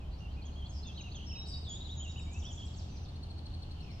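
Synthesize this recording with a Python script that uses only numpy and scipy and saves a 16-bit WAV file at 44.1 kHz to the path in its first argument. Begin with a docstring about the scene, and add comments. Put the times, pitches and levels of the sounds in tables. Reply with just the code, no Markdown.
"""Songbirds among tall trees

Several small birds sing at once: a low warbled song, thin whistles, hooked chips, buzzes and a run of
arched chirps that sinks into a ticking trill. Each note is a sine modulated in frequency and amplitude,
and the trunks scatter it into reverberation. Underneath lie a haze of far birds, a low outdoor rumble
and a wavering drone like a far engine."""
import sys
import numpy as np
from scipy import signal
from scipy.fft import rfft, irfft
from scipy.io import wavfile

SR = 44100
rng = np.random.default_rng(int(sys.argv[2]) if len(sys.argv) > 2 else 0)


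def transcribe(signal):
    """Save signal, clipped to [-1, 1], as a 16-bit WAV file at the path in sys.argv[1]."""
    frames = np.atleast_2d(signal).T
    limited = np.clip(frames, -1, 1)
    pcm = np.round(limited * 32767).astype(np.int16)
    wavfile.write(sys.argv[1], SR, pcm)


N = 176400


def warble():
    """The low song: slow frequency modulation bends each note into a slur."""
    # song notes (start [s], length [s], level [dB], first [Hz], middle [Hz], last pitch [Hz])
    notes = [(0.003, 0.044, -69, 2745, 2540, 2450), (.045, .045, -69, 3050, 3100, 3050),
             (0.203, .075, -61.5, 2840, 2800, 2700), (.275, 0.05, -65.5, 2760, 3100, 3000),
             (0.366, 0.056, -64, 2456, 2520, 2300), (0.438, 0.063, -61.5, 3036, 3350, 2800),
             (0.556, 0.076, -60, 3120, 3330, 3030), (0.623, 0.05, -58.5, 3010, 3250, 3500),
             (0.848, 0.068, -56, 3560, 3500, 3120), (.853, 0.08, -64.5, 2726, 2680, 2680),
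             (0.975, 0.042, -54, 3200, 2970, 2420), (1.035, 0.058, -57.5, 2755, 2780, 2500),
             (1.144, 0.036, -54, 3760, 3270, 3150), (1.668, 0.11, -50.5, 3750, 3330, 3850),
             (1.804, 0.031, -50.5, 3760, 3800, 3640), (1.889, .055, -51, 3303, 3750, 3750),
             (1.997, 0.038, -52.5, 3190, 3120, 3600), (2.029, 0.058, -54.5, 3390, 2860, 2830),
             (2.157, 0.046, -55, 2577, 3020, 2420), (2.265, .082, -65.5, 2250, 2340, 2480),
             (2.343, .038, -56, 2490, 2640, 2700), (2.42, 0.022, -56.5, 3650, 3270, 2650),
             (2.44, 0.039, -52, 2897, 3250, 3470), (2.477, 0.044, -53, 3620, 3340, 2980),
             (2.575, 0.045, -53, 3450, 3290, 3400), (2.619, 0.037, -54, 2900, 3210, 3300)]
    song = voice(slurs(notes), edge_s=0.0046, jitter=0.014, flutter_db=2)
    return forest(song, lead_ms=0.04, pan_db=-0.5, echo_db=-4, scatter_db=2, scatter_s=0.067)


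def rasps():
    """Higher slurs: stronger random modulation widens the tone into a rasp."""
    # rasping notes (start [s], length [s], level [dB], first [Hz], middle [Hz], last pitch [Hz])
    notes = [(1.484, 0.098, -52.5, 5500, 4560, 5080), (1.639, 0.036, -58.5, 4510, 3850, 3250),
             (1.843, 0.035, -55, 4090, 3850, 3640)]
    song = voice(slurs(notes), edge_s=0.0053, jitter=0.021, flutter_db=3)
    return forest(song, lead_ms=0.058, pan_db=3, echo_db=-1, scatter_db=2, scatter_s=0.18)


def quavers():
    """Periodic frequency modulation, slow enough to be heard as a shake of pitch."""
    # quavering notes (start [s], length [s], level [dB], first [Hz], last [Hz], swing [Hz], rate [Hz])
    notes = [(1.173, 0.0755, -55.5, 2975, 3078, 200, 46), (1.294, 0.1, -57, 2893, 2720, 229, 25)]
    song = voice(vibrato(notes), edge_s=0.0066, jitter=0.013, flutter_db=2)
    return forest(song, lead_ms=0.026, pan_db=-1.5, echo_db=-4)


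def whistles():
    """Nearly pure tones that swell, waver and sag; the highest scoop up to pitch."""
    # held notes (start [s], length [s], level [dB], pitch [Hz], left lead [ms])
    notes = [(0.941, 0.098, -56, 3880, 0.079), (1.254, 0.19, -53, 5435, -0.071),
             (1.341, 0.12, -54, 3857, -0.063), (1.51, 0.071, -52, 3825, 0.057),
             (1.686, 0.074, -48, 6967, 0.023), (1.966, 0.068, -49.5, 6904, 0.023),
             (2.068, 0.064, -52.5, 3786, 0.041), (2.159, 0.087, -57, 3780, 0.045),
             (2.883, 0.18, -68.5, 6020, 0.047)]
    scoop_hz, scoop_s, scoop_above_hz = 400, 0.0159, 6450
    sag_hz_per_s, swell_db = 320, 2
    waver_hz = 14 * drift(0.012)
    out = np.zeros((2, N))
    for start, length, db, hz, lead_ms in notes:
        t = clock(length)
        scoop = scoop_hz * (hz > scoop_above_hz) * np.exp(-(t / scoop_s) ** 2)
        pitch = hz - scoop - sag_hz_per_s * t + waver_hz[round(start * SR):][:len(t)]
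        level = db + swell_db * (t / length - 0.5)
        note = voice([(start, pitch, level)], edge_s=0.031, jitter=0.0018, flutter_db=0.9)
        out += forest(note, lead_ms, pan_db=0, echo_db=-3)
    return out


def chips():
    """Fast frequency sweeps: high hooks plunge at the end, lower pips flick up and drop."""
    # hooked chips (start [s], level [dB], pitch [Hz])
    hooks = [(.452, -59.5, 6680), (.691, -59, 6580), (.866, -57.5, 6470), (1.006, -56, 6500),
             (1.151, -55, 6470)]
    # pips (start [s], level [dB])
    pips = [(.417, -58), (.657, -55.5), (.828, -53), (.97, -52.5), (1.113, -53)]
    # pitch contour of one pip (time [s], pitch [Hz])
    pip_contour = [(0, 4170), (.009, 4216), (.012, 4650), (0.018, 3130)]
    hook_s, hook_drop = 0.023, 0.183
    hook = 1 - hook_drop * (clock(hook_s) / hook_s) ** 4
    pip_hz = curve(pip_contour, clock(pip_contour[-1][0]))
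    notes = [(start, hz * hook, db) for start, db, hz in hooks]
    notes += [(start, pip_hz, db) for start, db in pips]
    song = voice(notes, edge_s=0.007, jitter=0.0032, flutter_db=1)
    return forest(song, lead_ms=0.047, pan_db=-3, echo_db=-3.5)


def chirps():
    """Exponential sweeps join in arches, a faint rise and a stronger fall, among quick upward flicks."""
    # arched chirps (time of the top [s], level [dB], top pitch [Hz])
    arches = [(1.902, -68.5, 6980), (2.042, -62, 7350), (2.107, -64, 5880), (2.22, -65.5, 5570),
              (2.327, -58.5, 7380), (2.388, -59, 6840), (2.45, -59.5, 6040), (2.521, -58, 7360),
              (2.776, -60, 6600)]
    # upward flicks (start [s], level [dB])
    flicks = [(1.652, -71), (2.188, -66), (2.216, -63), (2.326, -61), (2.433, -66), (2.545, -64),
              (2.65, -63), (2.762, -63.5)]
    rise_s, fall_s, rounding_s, slope_per_s = 0.018, 0.022, 0.00516, 17
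    flick_s, flick_top_hz = 0.0155, 7820
    t = clock(rise_s + fall_s) - rise_s
    arch = np.exp(-slope_per_s * (np.hypot(t, rounding_s) - rounding_s))
    rise_db = -8 * np.clip(0.5 - t / (2 * rounding_s), 0, 1)
    flick_hz = flick_top_hz * (0.88 + 0.12 * np.sqrt(clock(flick_s) / flick_s))
    notes = [(top - rise_s, hz * arch, db + rise_db) for top, db, hz in arches]
    notes += [(start, flick_hz, db) for start, db in flicks]
    song = voice(notes, edge_s=0.0052, jitter=0.014, flutter_db=3.5)
    return forest(song, lead_ms=0.028, pan_db=-3.5, echo_db=0.5)


def trill():
    """A slowing pulse train, loudest in the middle; each tick is an arched tone and a downward snap."""
    start, count, gap_s, slowing_s = 3.082, 11, 0.0725, 0.00033
    tick_s, snap_s = 0.0199, 0.011
    tick_hz = 4423 - 580 * (2 * clock(tick_s) / tick_s - 1) ** 2
    snap_hz = np.geomspace(7000, 2400, len(clock(snap_s)))
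    notes = []
    for k in range(count):
        db = -55 - 3.5 * (2 * k / (count - 1) - 1) ** 2
        notes.append((start, tick_hz, db))
        notes.append((start, 2 * tick_hz, db - 21))  # second harmonic
        notes.append((start + tick_s / 2, snap_hz, db - 6))
        start += gap_s + slowing_s * k ** 2
    song = voice(notes, edge_s=0.0045, jitter=0.017, flutter_db=2)
    return forest(song, lead_ms=-0.088, pan_db=4.5, echo_db=-2.5)


def buzzes():
    """Distant notes whose rapid frequency modulation makes sidebands, heard as a buzz."""
    # buzzing glides (start [s], length [s], level [dB], first pitch [Hz], last pitch [Hz])
    glides = [(0.105, 0.048, -71, 4180, 4420), (0.166, .045, -79.5, 5100, 6270),
              (0.304, 0.047, -74, 4250, 4480), (.505, 0.048, -73, 4250, 4480), (.66, 0.08, -80, 7300, 7550),
              (0.716, 0.04, -69, 4900, 5600), (0.748, 0.04, -63, 5500, 5050),
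              (1.45, 0.045, -60, 4500, 5700), (1.461, 0.039, -68, 7630, 7940),
              (2.878, .085, -77.5, 2950, 2300), (3.76, 0.16, -71.5, 3150, 2148),
              (3.817, 0.023, -72, 5200, 5700), (3.912, 0.026, -69, 5200, 5550)]
    depth, rate_hz = 0.056, 125
    notes = [(*glide, depth * glide[-1], rate_hz) for glide in glides]
    song = voice(vibrato(notes), edge_s=0.0062, jitter=0.025, flutter_db=3.5)
    return forest(song, lead_ms=0.027, pan_db=1, echo_db=6.5, scatter_db=8, scatter_s=0.11)


def far_chirps():
    """A far bird's steep downward sweeps: scatter from the trunks outweighs the direct sound."""
    # falling chirps (start [s], level [dB], top pitch [Hz])
    sweeps = [(2.588, -69.5, 5680), (2.664, -66, 5680), (2.73, -65, 5510), (2.787, -67, 5610),
              (2.81, -69, 5400), (2.884, -69, 5600), (2.959, -66, 5610), (3.041, -65.5, 5400),
              (3.108, -75, 4510), (3.244, -74, 4400), (3.5, -74, 4430), (3.625, -71.5, 4200)]
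    length_s, fall_per_s = 0.026, 19
    fall = np.exp(-fall_per_s * clock(length_s))
    notes = [(start, hz * fall, db) for start, db, hz in sweeps]
    song = voice(notes, edge_s=0.0037, jitter=0.031, flutter_db=4)
    return forest(song, lead_ms=0.02, pan_db=0, echo_db=6.5, scatter_db=10, scatter_s=0.061)


def slurs(notes):
    """Pitch follows a parabola through each note's three frequencies."""
    for start, length, db, *pitches in notes:
        parabola = np.polyfit([0, 0.5, 1], pitches, 2)
        yield start, np.polyval(parabola, clock(length) / length), db


def vibrato(notes):
    """Sinusoidal frequency modulation about a linear glide."""
    for start, length, db, first, last, swing, rate in notes:
        t = clock(length)
        glide = first + (last - first) * t / length
        yield start, glide + swing * np.sin(2 * np.pi * rate * t), db


def voice(notes, edge_s, jitter, flutter_db):
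    """A randomly modulated sine oscillator plays notes (start [s], pitch curve [Hz], level [dB])."""
    out = np.zeros(N + SR)
    waver, flutter = jitter * drift(0.0018), flutter_db * drift(0.003)
    for start, hz, db in notes:
        at = max(round(start * SR), 0) + np.arange(len(hz))
        to_edge = np.minimum(at - at[0], at[-1] - at)
        fade = np.sin(np.pi / 2 * np.minimum(to_edge / (edge_s * SR), 1))
        phase = 2 * np.pi * np.cumsum(hz * (1 + waver[at % N])) / SR
        out[at] += np.sqrt(2) * fade * amp(db + flutter[at % N]) * np.sin(phase)
    return out[:N]


def forest(song, lead_ms, pan_db, echo_db, scatter_db=-4, scatter_s=0.073):
    """Time and level differences place the direct sound; trunks add quick scatter and a long tail."""
    t60_s, first_echo_s = 1.06, 0.0051
    t = clock(1)
    reflections = rng.standard_normal((2, len(t))) * (rng.random((2, len(t))) < 0.05)
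    decay = amp(-60 * t / t60_s) + amp(scatter_db - 60 * t / scatter_s)
    response = reflections * decay * (t > first_echo_s)
    response /= np.linalg.norm(response, axis=1, keepdims=True)
    echo = signal.fftconvolve(song[None], response, axes=1)[:, :N]
    lag = np.exp(-2j * np.pi * np.fft.rfftfreq(N, 1 / SR) * lead_ms / 1000)
    left = song * amp(pan_db / 2)
    right = irfft(rfft(song) * lag, N) * amp(-pan_db / 2)
    return np.array([left, right]) + amp(echo_db) * echo


def drone():
    """A low tone like a far engine; random amplitude and phase modulation make it waver."""
    # course of the drone (time [s], pitch [Hz], level [dB])
    course = [(0.0, 69.83, -45.5), (3.78, 81.88, -44.5), (3.95, 81.8, -50.5)]
    when, hz, db = np.transpose(course)
    depth, wobble_s, trim_db = 0.55, 0.062, 0.5
    t = np.arange(N) / SR
    wobble = 1 + depth * (drift(wobble_s) + 1j * drift(wobble_s))
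    carrier = np.exp(2j * np.pi * np.cumsum(np.interp(t, when, hz)) / SR)
    return unit((wobble * carrier).real) * amp(trim_db + np.interp(t, when, db))


def haze():
    """Far birds add incoherently into a band of noise."""
    # spectrum of the haze (frequency [Hz], relative density [dB])
    spectrum = [(1800, -14.5), (2900, 4), (4400, -4.5), (5200, -6.5), (7400, -14.5), (9000, -27.5)]
    # loudness of the haze (time [s], level [dB])
    levels = [(0, -67.5), (1.5, -65.5), (2.3, -65.5), (2.8, -65.5), (3.3, -67.5), (4, -64)]
    return noise(spectrum) * amp(curve(levels, np.arange(N) / SR))


def air():
    """Outdoor rumble: steady broadband noise with most of its power in the bass."""
    # spectrum of the air (frequency [Hz], relative density [dB])
    spectrum = [(20, -18), (40, -8), (100, -11), (160, -16.5), (250, -23.5), (500, -34), (750, -31.5),
                (1200, -40), (2000, -48), (4200, -57), (6000, -66.5), (9500, -67.5), (15000, -74)]
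    return amp(-44.5) * noise(spectrum)


def noise(spectrum):
    """A diffuse field: coloured noise, coherent between the ears only at long wavelengths."""
    # left-right likeness (frequency [Hz], correlation [-1 to 1])
    coherence = [(80, 0.98), (170, 0.94), (350, 0.8), (700, 0.19), (1400, -0.22), (12000, 0.12)]
    f = np.fft.rfftfreq(N, 1 / SR)
    correlation = np.clip(log_curve(coherence, f), -1, 1)
    mid, side = rfft(rng.standard_normal((2, N)))
    mid, side = mid * np.sqrt(1 + correlation), side * np.sqrt(1 - correlation)
    ears = np.array([mid + side, mid - side])
    return unit(irfft(ears * amp(log_curve(spectrum, f)), N))


def drift(span_s):
    """Low-passed noise of rms 1 that changes over about span_s."""
    f = np.fft.rfftfreq(N, 1 / SR)
    return unit(irfft(rfft(rng.standard_normal(N)) * np.exp(-(f * span_s) ** 2), N))


def curve(points, t):
    """Linear interpolation in time."""
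    return np.interp(t, *np.transpose(points))


def log_curve(points, hz):
    """Interpolation on a log-frequency axis."""
    f, value = np.transpose(points)
    return np.interp(np.log(hz + 1), np.log(f + 1), value)


def clock(length):
    """Sample times over a length in seconds."""
    return np.arange(0, length, 1 / SR)


def amp(db):
    """Decibels to amplitude ratio."""
    return 10 ** (np.asarray(db) / 20)


def unit(x):
    """Normalisation to rms 1."""
    return x / np.sqrt(np.mean(abs(x) ** 2) + 1e-20)


def scene():
    """Superposition of the singers, each on its own perch, and the background."""
    birds = warble() + rasps() + quavers() + buzzes() + chips() + chirps() + far_chirps() + trill()
    return birds + whistles() + drone() + haze() + air()


def record(dry):
    """A linear-phase low-pass filter limits the bandwidth."""
    cutoff_hz = 15600
    lowpass = signal.firwin(511, cutoff_hz, window=("kaiser", 9), fs=SR)
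    return signal.oaconvolve(dry, lowpass[None], "same")


dry = scene()
out = record(dry)
transcribe(out)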